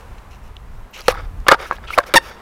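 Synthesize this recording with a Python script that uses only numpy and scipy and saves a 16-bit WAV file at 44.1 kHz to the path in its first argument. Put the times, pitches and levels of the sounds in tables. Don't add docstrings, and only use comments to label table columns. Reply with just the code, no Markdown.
import sys
import numpy as np
from scipy import signal
from scipy.fft import rfft, irfft
from scipy.io import wavfile
from scipy.ndimage import uniform_filter1d

SR = 44100
rng = np.random.default_rng(int(sys.argv[2]) if len(sys.argv) > 2 else 0)


def magnitude_from_level(level_db):
    exponent = np.asarray(level_db, float) / 20
    return 10 ** exponent


def dump_mix(stems):
    frames = np.atleast_2d(stems).T
    limited = np.clip(frames, -1, 1)
    pcm = np.round(limited * 32767).astype(np.int16)
    wavfile.write(sys.argv[1], SR, pcm)


N = 106325


def unit(x):
    return x / np.sqrt(np.mean(x ** 2) + 1e-30)


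def band(x, hz, width):
    return signal.lfilter(*signal.iirpeak(hz, hz / width, fs=SR), x)


def steep(x, hz, width):
    return band(band(x, hz, width), hz, width)


def decay(t, t60):
    return np.exp(-np.log(1000) * t / t60)


def walk(rate):
    hold = max(int(SR / rate), 1)
    steps = np.repeat(rng.standard_normal(N // hold + 1), hold)
    return 1.016 * uniform_filter1d(uniform_filter1d(steps, hold), hold)[:N]


def coloured(points):
    point_hz, point_db = np.array(points).T
    hz = np.arange(N // 2 + 1) * SR / N + 1
    gain = magnitude_from_level(np.interp(np.log(hz), np.log(point_hz), point_db))
    return unit(irfft(rfft(rng.standard_normal(N)) * gain, N))


def level_curve(points):
    return magnitude_from_level(np.interp(np.arange(N) / SR, *np.array(points).T))


def add(out, start_s, x):
    i = max(int(start_s * SR), 0)
    out[i:i + len(x)] += x[:N - i]


def swell(length_s):
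    rise_share, fall_share = 0.2755, 0.30286
    u = np.linspace(0, 1, int(length_s * SR))
    ramp = np.minimum(u / rise_share, (1 - u) / fall_share)
    return np.sin(np.pi / 2 * np.clip(ramp, 0, 1)) ** 2


def grit(per_s, length_s, spread_db):
    hit, sign, rarity = rng.random((3, int(length_s * SR)))
    size = magnitude_from_level(-spread_db * np.log(rarity + 0.03))
    return unit((hit < per_s / SR) * np.sign(sign - 0.5) * size + 1e-9)


# frequency in Hz, density in dB per Hz.
WIND_SPECTRUM = [(8.8, -40), (15, -2), (54, -2.5), (115, -14), (213, -30), (265, -30), (400, -39.5),
                 (520, -98.5), (880, -120)]
# time in seconds, level in dB.
GUST_LEVELS = [(0, -34), (.2, -39.5), (.3, -35.5), (.45, -37.5), (.66, -37.5), (.77, -31), (.84, -35),
               (.9, -50.5), (1.04, -38.5), (1.14, -30.5), (1.26, -29), (1.4, -29.5), (1.62, -38.5),
               (1.78, -34.5), (1.92, -38), (2.05, -43.5), (2.25, -46.5), (2.41, -43.5)]


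def wind():
    rumble = coloured(list(WIND_SPECTRUM) + [(700, -61)])
    return unit(rumble * magnitude_from_level(2.2 * walk(15.371))) * level_curve(GUST_LEVELS)


# frequency in Hz, density in dB per Hz.
TRAFFIC_SPECTRUM = [(120, -11.5), (200, 0.5), (304, -9), (471, -3), (535, -7.5), (994, -3.5), (4110, -25),
                    (4590, -26.5), (15600, -34.5)]
# time in seconds, level in dB.
TRAFFIC_LEVELS = [(0, -44.5), (.4, -48), (.8, -47.5), (1.4, -48), (1.8, -44.5), (2.41, -45)]


def traffic():
    hum = coloured([(80, -49)] + list(TRAFFIC_SPECTRUM))
    return hum * magnitude_from_level(1.0 * walk(9.7628)) * level_curve(TRAFFIC_LEVELS)


def echo(board):
    level_db, t60_s, delay_s = -38, 0.971, 0.008
    t = np.arange(15000) / SR
    tail = unit(band(rng.standard_normal(len(t)), 835.5, 4135)) * decay(t, t60_s) * (t > delay_s)
    tail *= magnitude_from_level(level_db) / np.sqrt(np.sum(tail ** 2))
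    return signal.fftconvolve(board, tail)[:N]


# start in seconds, level in dB, centre frequency in Hz.
GRIT_TICKS = [(0.567, -27.5, 2900), (.978, -46, 13100), (.989, -44.5, 10880), (1.006, -37.5, 12540),
              (1.007, -30, 4798), (1.016, -28, 4333), (1.022, -47.5, 10200), (1.040, -50.5, 9990),
              (1.118, -34.5, 10390), (1.402, -45.5, 5280), (1.613, -42.5, 10140), (1.142, -38, 4584),
              (1.149, -46.5, 4196), (1.766, -38.5, 3503), (1.776, -42, 4467), (1.712, -36.5, 5068),
              (1.979, -22, 3102), (1.985, -9, 3398)]


def ticks():
    decay_s = 0.0014012
    out, t = np.zeros(N), np.arange(600) / SR
    for start_s, db, hz in GRIT_TICKS:
        burst = rng.standard_normal(len(t)) * np.exp(-t / decay_s)
        add(out, start_s, magnitude_from_level(db) * 4 * steep(burst, hz, 0.4224 * hz))
    return out


# start in seconds, length in seconds, level in dB, treble in dB.
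SHOE_SCUFFS = [(0, 0.01534, -52, 2.5), (0.176, 0.02156, -51, -11), (0.293, 0.08508, -51, -1),
               (0.418, 0.08222, -57, 3.5), (0.924, 0.0952, -37.5, -3.5), (1.008, 0.05824, -48.5, 1.5),
               (1.043, 0.0851, -41.5, 1), (1.081, 0.03804, -29, 1), (1.107, 0.06214, -52.5, 8.5),
               (1.567, 0.15372, -47, 4.5), (1.714, 0.05857, -47, 2.5), (1.859, 0.1072, -37.5, -56.5),
               (1.897, 0.07477, -41.5, 9), (1.987, 0.0211, -42.5, 7.5), (2.057, 0.04319, -44, 6),
               (2.149, 0.03196, -19, 10.5), (2.207, 0.11807, -47.5, 6)]
# frequency in Hz, width in Hz, level in dB.
TAPE_BODY = [(2700, 1300, 0), (3800, 1000, -6), (5400, 1900, -7)]
# frequency in Hz, width in Hz, level in dB.
TAPE_TREBLE = [(10300, 5500, -12), (13500, 5000, -18)]


def scuffs():
    out = np.zeros(N)
    for start_s, length_s, db, treble_db in SHOE_SCUFFS:
        grains = grit(2000, length_s, 2.152)
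        body = 0
        for hz, width, part_db in TAPE_BODY:
            tilt_db = treble_db * (hz - 2700) / 6000
            body = body + magnitude_from_level(part_db + tilt_db) * steep(grains, hz, width)
        x = unit(body)
        for hz, width, part_db in TAPE_TREBLE:
            x = x + magnitude_from_level(part_db + treble_db) * unit(steep(grains, hz, width))
        add(out, start_s, magnitude_from_level(db) * swell(length_s) * x)
    return out


# start in seconds, length in seconds, level in dB.
BOARD_DRAGS = [(0.95, 0.08072, -39), (1.093, 0.031495, -24.5), (1.12, 0.10762, -38.5),
               (1.2, 0.07082, -45.5), (1.464, 0.0335, -27), (1.492, 0.068124, -20.5), (1.576, 0.10251, -33),
               (1.678, 0.11232, -42), (1.82, 0.05099, -42.5), (1.88, 0.1577, -38), (1.998, 0.0351, -47),
               (2.029, 0.017035, -34.5), (2.045, 0.09889, -39), (2.141, 0.02905, -16),
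               (2.179, 0.01211, -22), (2.22, 0.12794, -39.5), (2.335, 0.1047, -47)]


def drags():
    focus_hz = 1191.3
    out = np.zeros(N)
    for start_s, length_s, db in BOARD_DRAGS:
        grains = grit(2500, length_s, 3.358)
        body = 0
        for k, (hz, mode_db, _) in enumerate(DECK_MODES):
            body = body + (-1) ** k * magnitude_from_level(0.812 * mode_db) * band(grains, hz, 0.15972 * hz)
        add(out, start_s, magnitude_from_level(db) * swell(length_s) * unit(band(body, focus_hz, 1.0596 * focus_hz)))
    return out


# frequency in Hz, level in dB.
WHEEL_MODES = [(3650, -60), (4650, -57), (5550, -58), (6500, -63)]


def wheel_ring():
    start_s, length_s = 2.2, 0.1779
    out, envelope = np.zeros(N), swell(length_s)
    for hz, db in WHEEL_MODES:
        tone = unit(steep(rng.standard_normal(len(envelope)), hz, 339))
        add(out, start_s, magnitude_from_level(db) * envelope * tone)
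    return out


def rubbing():
    return (scuffs() + drags() + wheel_ring()) * magnitude_from_level(2.0 * walk(90))


# start in seconds, length in seconds, first Hz, last Hz, level in dB.
RUBBER_CHIRPS = [
    (1.923, 0.032, 1750, 2900, -19),
    (1.868, 0.016, 2800, 3000, -36),
    (.903, 0.018, 13300, 15200, -50),
    (.924, .014, 13000, 15200, -58),
]


def chirps():
    out = np.zeros(N)
    for start_s, length_s, from_hz, to_hz, db in RUBBER_CHIRPS:
        n = int(length_s * SR)
        hz = np.linspace(from_hz, to_hz, n) * (1 + 0.0442 * walk(541.3)[:n])
        phase = 2 * np.pi * np.cumsum(hz) / SR
        tone = np.sin(phase) + 0.09 * np.sin(2 * phase)
        add(out, start_s, magnitude_from_level(db) * np.hanning(n) ** 2 * tone)
    return out


# time in seconds, pitch in Hz, level in dB, second partial in dB.
SQUEAL_COURSE = [
    (2.158, 939.8, -37.5, -10.5),
    (2.159, 935.9, -6, 6),
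    (2.166, 932.2, -0.5, -13),
    (2.171, 909, -5.5, 1.5),
    (2.181, 888.7, -11.5, 10.5),
    (2.184, 962.5, -28, 4),
    (2.19, 916.6, -32, -7),
    (2.202, 904, -42.5, 8.5),
    (2.211, 898, -71, -6),
]
UPPER_PARTIALS = [-7.5, -9.5, -10.5, -13.5, -25, -30, -20, -18.5, -39.5, -19.5]


def squeal():
    t, (s, hz, db, second_db) = np.arange(N) / SR, np.array(SQUEAL_COURSE).T
    phase = 2 * np.pi * np.cumsum(np.interp(t, s, hz) * (1 + 0.0169 * walk(500))) / SR
    x = np.sin(phase) + magnitude_from_level(np.interp(t, s, second_db)) * np.sin(2 * phase + 1)
    for k, part_db in enumerate(UPPER_PARTIALS, start=3):
        x += magnitude_from_level(part_db + 4.772 * walk(200)) * np.sin(k * phase + k * k)
    return x * magnitude_from_level(np.interp(t, s, db)) * (t > s[0]) * (t < s[-1])


# start in seconds, level in dB,
# frequency in Hz,
DECK_KNOCKS = [(.567, -40.5, 2189, 0.00498), (.5672, -29, 3904, 0.00542), (1.0815, -2, 4399, 0.007144),
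               (1.083, -17.5, 800.6, 0.02477), (1.084, -22.5, 2151, 0.01625), (1.0895, -5, 599.2, 0.012086),
               (1.124, -20.5, 1104, 0.02484), (1.141, -17.5, 1300, 0.01357), (1.149, -16, 1530, 0.007533),
               (1.155, -22, 960, 0.02268), (1.17, -27, 2031, 0.01258), (1.175, -17.5, 1317, 0.01636),
               (1.183, -30.5, 1517, 0.0138), (1.199, -22, 1443, 0.01124), (1.205, -28, 1300, 0.0198),
               (1.467, -6.5, 795.2, 0.006212), (1.483, -3, 2571, 0.00833), (1.488, -2.5, 1591, 0.02011),
               (1.516, -2, 1176, 0.0573), (1.501, -6, 1112, 0.03417), (1.508, -7, 1300, 0.0265),
               (1.528, -0.5, 895.4, 0.02106), (1.533, 2, 1300, 0.01503), (1.544, -4.5, 1210, 0.01094),
               (1.547, -19, 931.9, 0.06133), (1.585, -35.5, 1164, 0.01434), (1.604, -35, 1217, 0.01283),
               (1.615, -27, 1840, 0.01462), (1.627, -25, 1300, 0.00851), (1.636, -26.5, 1300, 0.01105),
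               (1.659, -16.5, 1300, 0.01328), (1.7114, 5, 1166, 0.005995), (1.724, -15, 1010, 0.01455),
               (1.784, -26.5, 1652, 0.013845), (1.784, -30.5, 790.4, 0.024), (1.839, -28, 1708, 0.01947),
               (1.887, -26, 1332, 0.03057), (1.9049, -12.5, 1322, 0.01877), (1.9766, 2, 935.6, 0.00813),
               (1.978, -9.5, 691.9, 0.07346), (1.9849, 4.5, 1088, 0.02336), (1.991, -11, 588.9, 0.05316),
               (2.003, -16.5, 1587, 0.03146), (2.035, -32.5, 1405, 0.01356), (2.089, -28.5, 511.8, 0.066),
               (2.144, -7.5, 3701, 0.01784), (2.146, -7, 1508, 0.01332), (2.171, -1, 3523, 0.02522),
               (2.012, -25.5, 1030, 0.0225)]


def knocks():
    rise_s = 0.00035306
    out, t = np.zeros(N), np.arange(2500) / SR
    for start_s, db, hz, t60 in DECK_KNOCKS:
        ring = np.sin(2 * np.pi * hz * t) * decay(t, t60) * (1 - np.exp(-t / rise_s))
        add(out, start_s, -magnitude_from_level(db) * ring)
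    return out


def crack(t):
    decay_s = 0.0020712
    hiss = rng.standard_normal(len(t))
    bright = steep(hiss, 3521.2, 2603) + 0.3212 * steep(hiss, 7666, 8548)
    low = 1.0931 * steep(hiss, 2085.6, 2473.5)
    return bright * np.exp(-t / decay_s) + low * np.exp(-t / (2 * decay_s))


# frequency in Hz, level in dB, t60 in seconds.
DECK_MODES = [(352.27, -0.5, 0.06441), (519.94, 2.5, 0.059504), (647.06, -3.5, 0.01797),
              (791.37, -5.5, 0.04351), (1027.6, -6, 0.02442), (1123.3, -3.5, 0.060534), (1300, -3, 0.0337),
              (1660, -5, 0.06833), (1879.2, -6.5, 0.02583), (2266.2, -8, 0.05469), (2900, -15, 0.04894),
              (3608.8, -9, 0.01354), (4074.5, -18, 0.00578), (4766, -12, 0.03286)]
# start in seconds, level in dB, most excited region in octaves
# from 1 kHz, ring factor (a multiple of t60), crack level in dB.
DECK_BLOWS = [(1.0819, 5.5, -0.2278, 0.4509, 3), (1.0832, 4, -0.9452, 0.5496, -42),
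              (1.1224, -26, 0.248, 4.174, -22.5), (1.4668, -8.5, 0.831, 0.3472, -35.5),
              (1.4836, 3, 1, 0.6998, 6.5), (1.4869, 12.5, 0.1344, 0.4362, -31.5),
              (1.5, -19, -0.065, 0.765, -16.5), (1.508, -29, 0.68, 0.439, -20.5),
              (1.5147, 7, 0.148, 0.8542, -2), (1.519, 11, 0.3966, 0.6119, 0.5),
              (1.524, 9.5, -0.9224, 0.1593, -19), (1.535, -0.5, 0.55, 0.1655, -16),
              (1.545, -1, -0.0076, 0.329, -20), (1.664, -26, 0.74, 0.403, -49.5),
              (1.713, -19.5, -0.1927, 0.8666, -31.5), (1.7212, -16, 0.1907, 0.8927, -42),
              (1.905, -28, 0.01, 0.2318, -43), (1.977, 1, 0.2647, 0.7085, -21),
              (1.981, -9.5, -0.4605, 0.2234, -9.5), (1.985, 8, 0.2044, 0.41586, -7),
              (2.003, -23, 0.652, 0.5548, -47.5), (2.1392, -4, -0.216, 1.487, 2.5),
              (2.1444, -4.5, -0.1285, 1.6803, -2), (2.1541, 1, -0.6914, 0.3864, -21)]


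def blows():
    region_oct, scatter_db, push_s = 0.9229, 5, 0.0000653
    out, t, (hz, mode_db, t60) = np.zeros(N), np.arange(4000) / SR, np.array(DECK_MODES).T
    sign = (-1) ** np.arange(len(hz))
    for start_s, db, region, ring, crack_db in DECK_BLOWS:
        level_draw, pitch_draw = rng.standard_normal((2, len(hz)))
        distance = (np.log2(hz / 1e3) - region) / region_oct
        gain = sign * magnitude_from_level(mode_db + scatter_db * level_draw - 5.425 * distance ** 2)
        tones = np.sin(2 * np.pi * np.outer(hz * (1 + 0.028845 * pitch_draw), t))
        x = gain @ (tones * decay(t, ring * t60[:, None]))
        x *= (1 - np.exp(-t / push_s)) / np.sqrt(np.sum(gain ** 2))
        add(out, start_s, magnitude_from_level(db) * x + magnitude_from_level(crack_db) * crack(t))
    return out


def scene():
    board = blows() + knocks() + ticks() + rubbing() + squeal() + chirps()
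    return (board + echo(board) + wind() + traffic())[None]


def low_pass(x):
    return signal.sosfilt(signal.butter(12, 15700, fs=SR, output="sos"), x)


def record(dry):
    ceiling = 1.01
    mix = np.clip(dry, -ceiling, ceiling)
    return low_pass(mix)


dry = scene()
out = record(dry)
dump_mix(out)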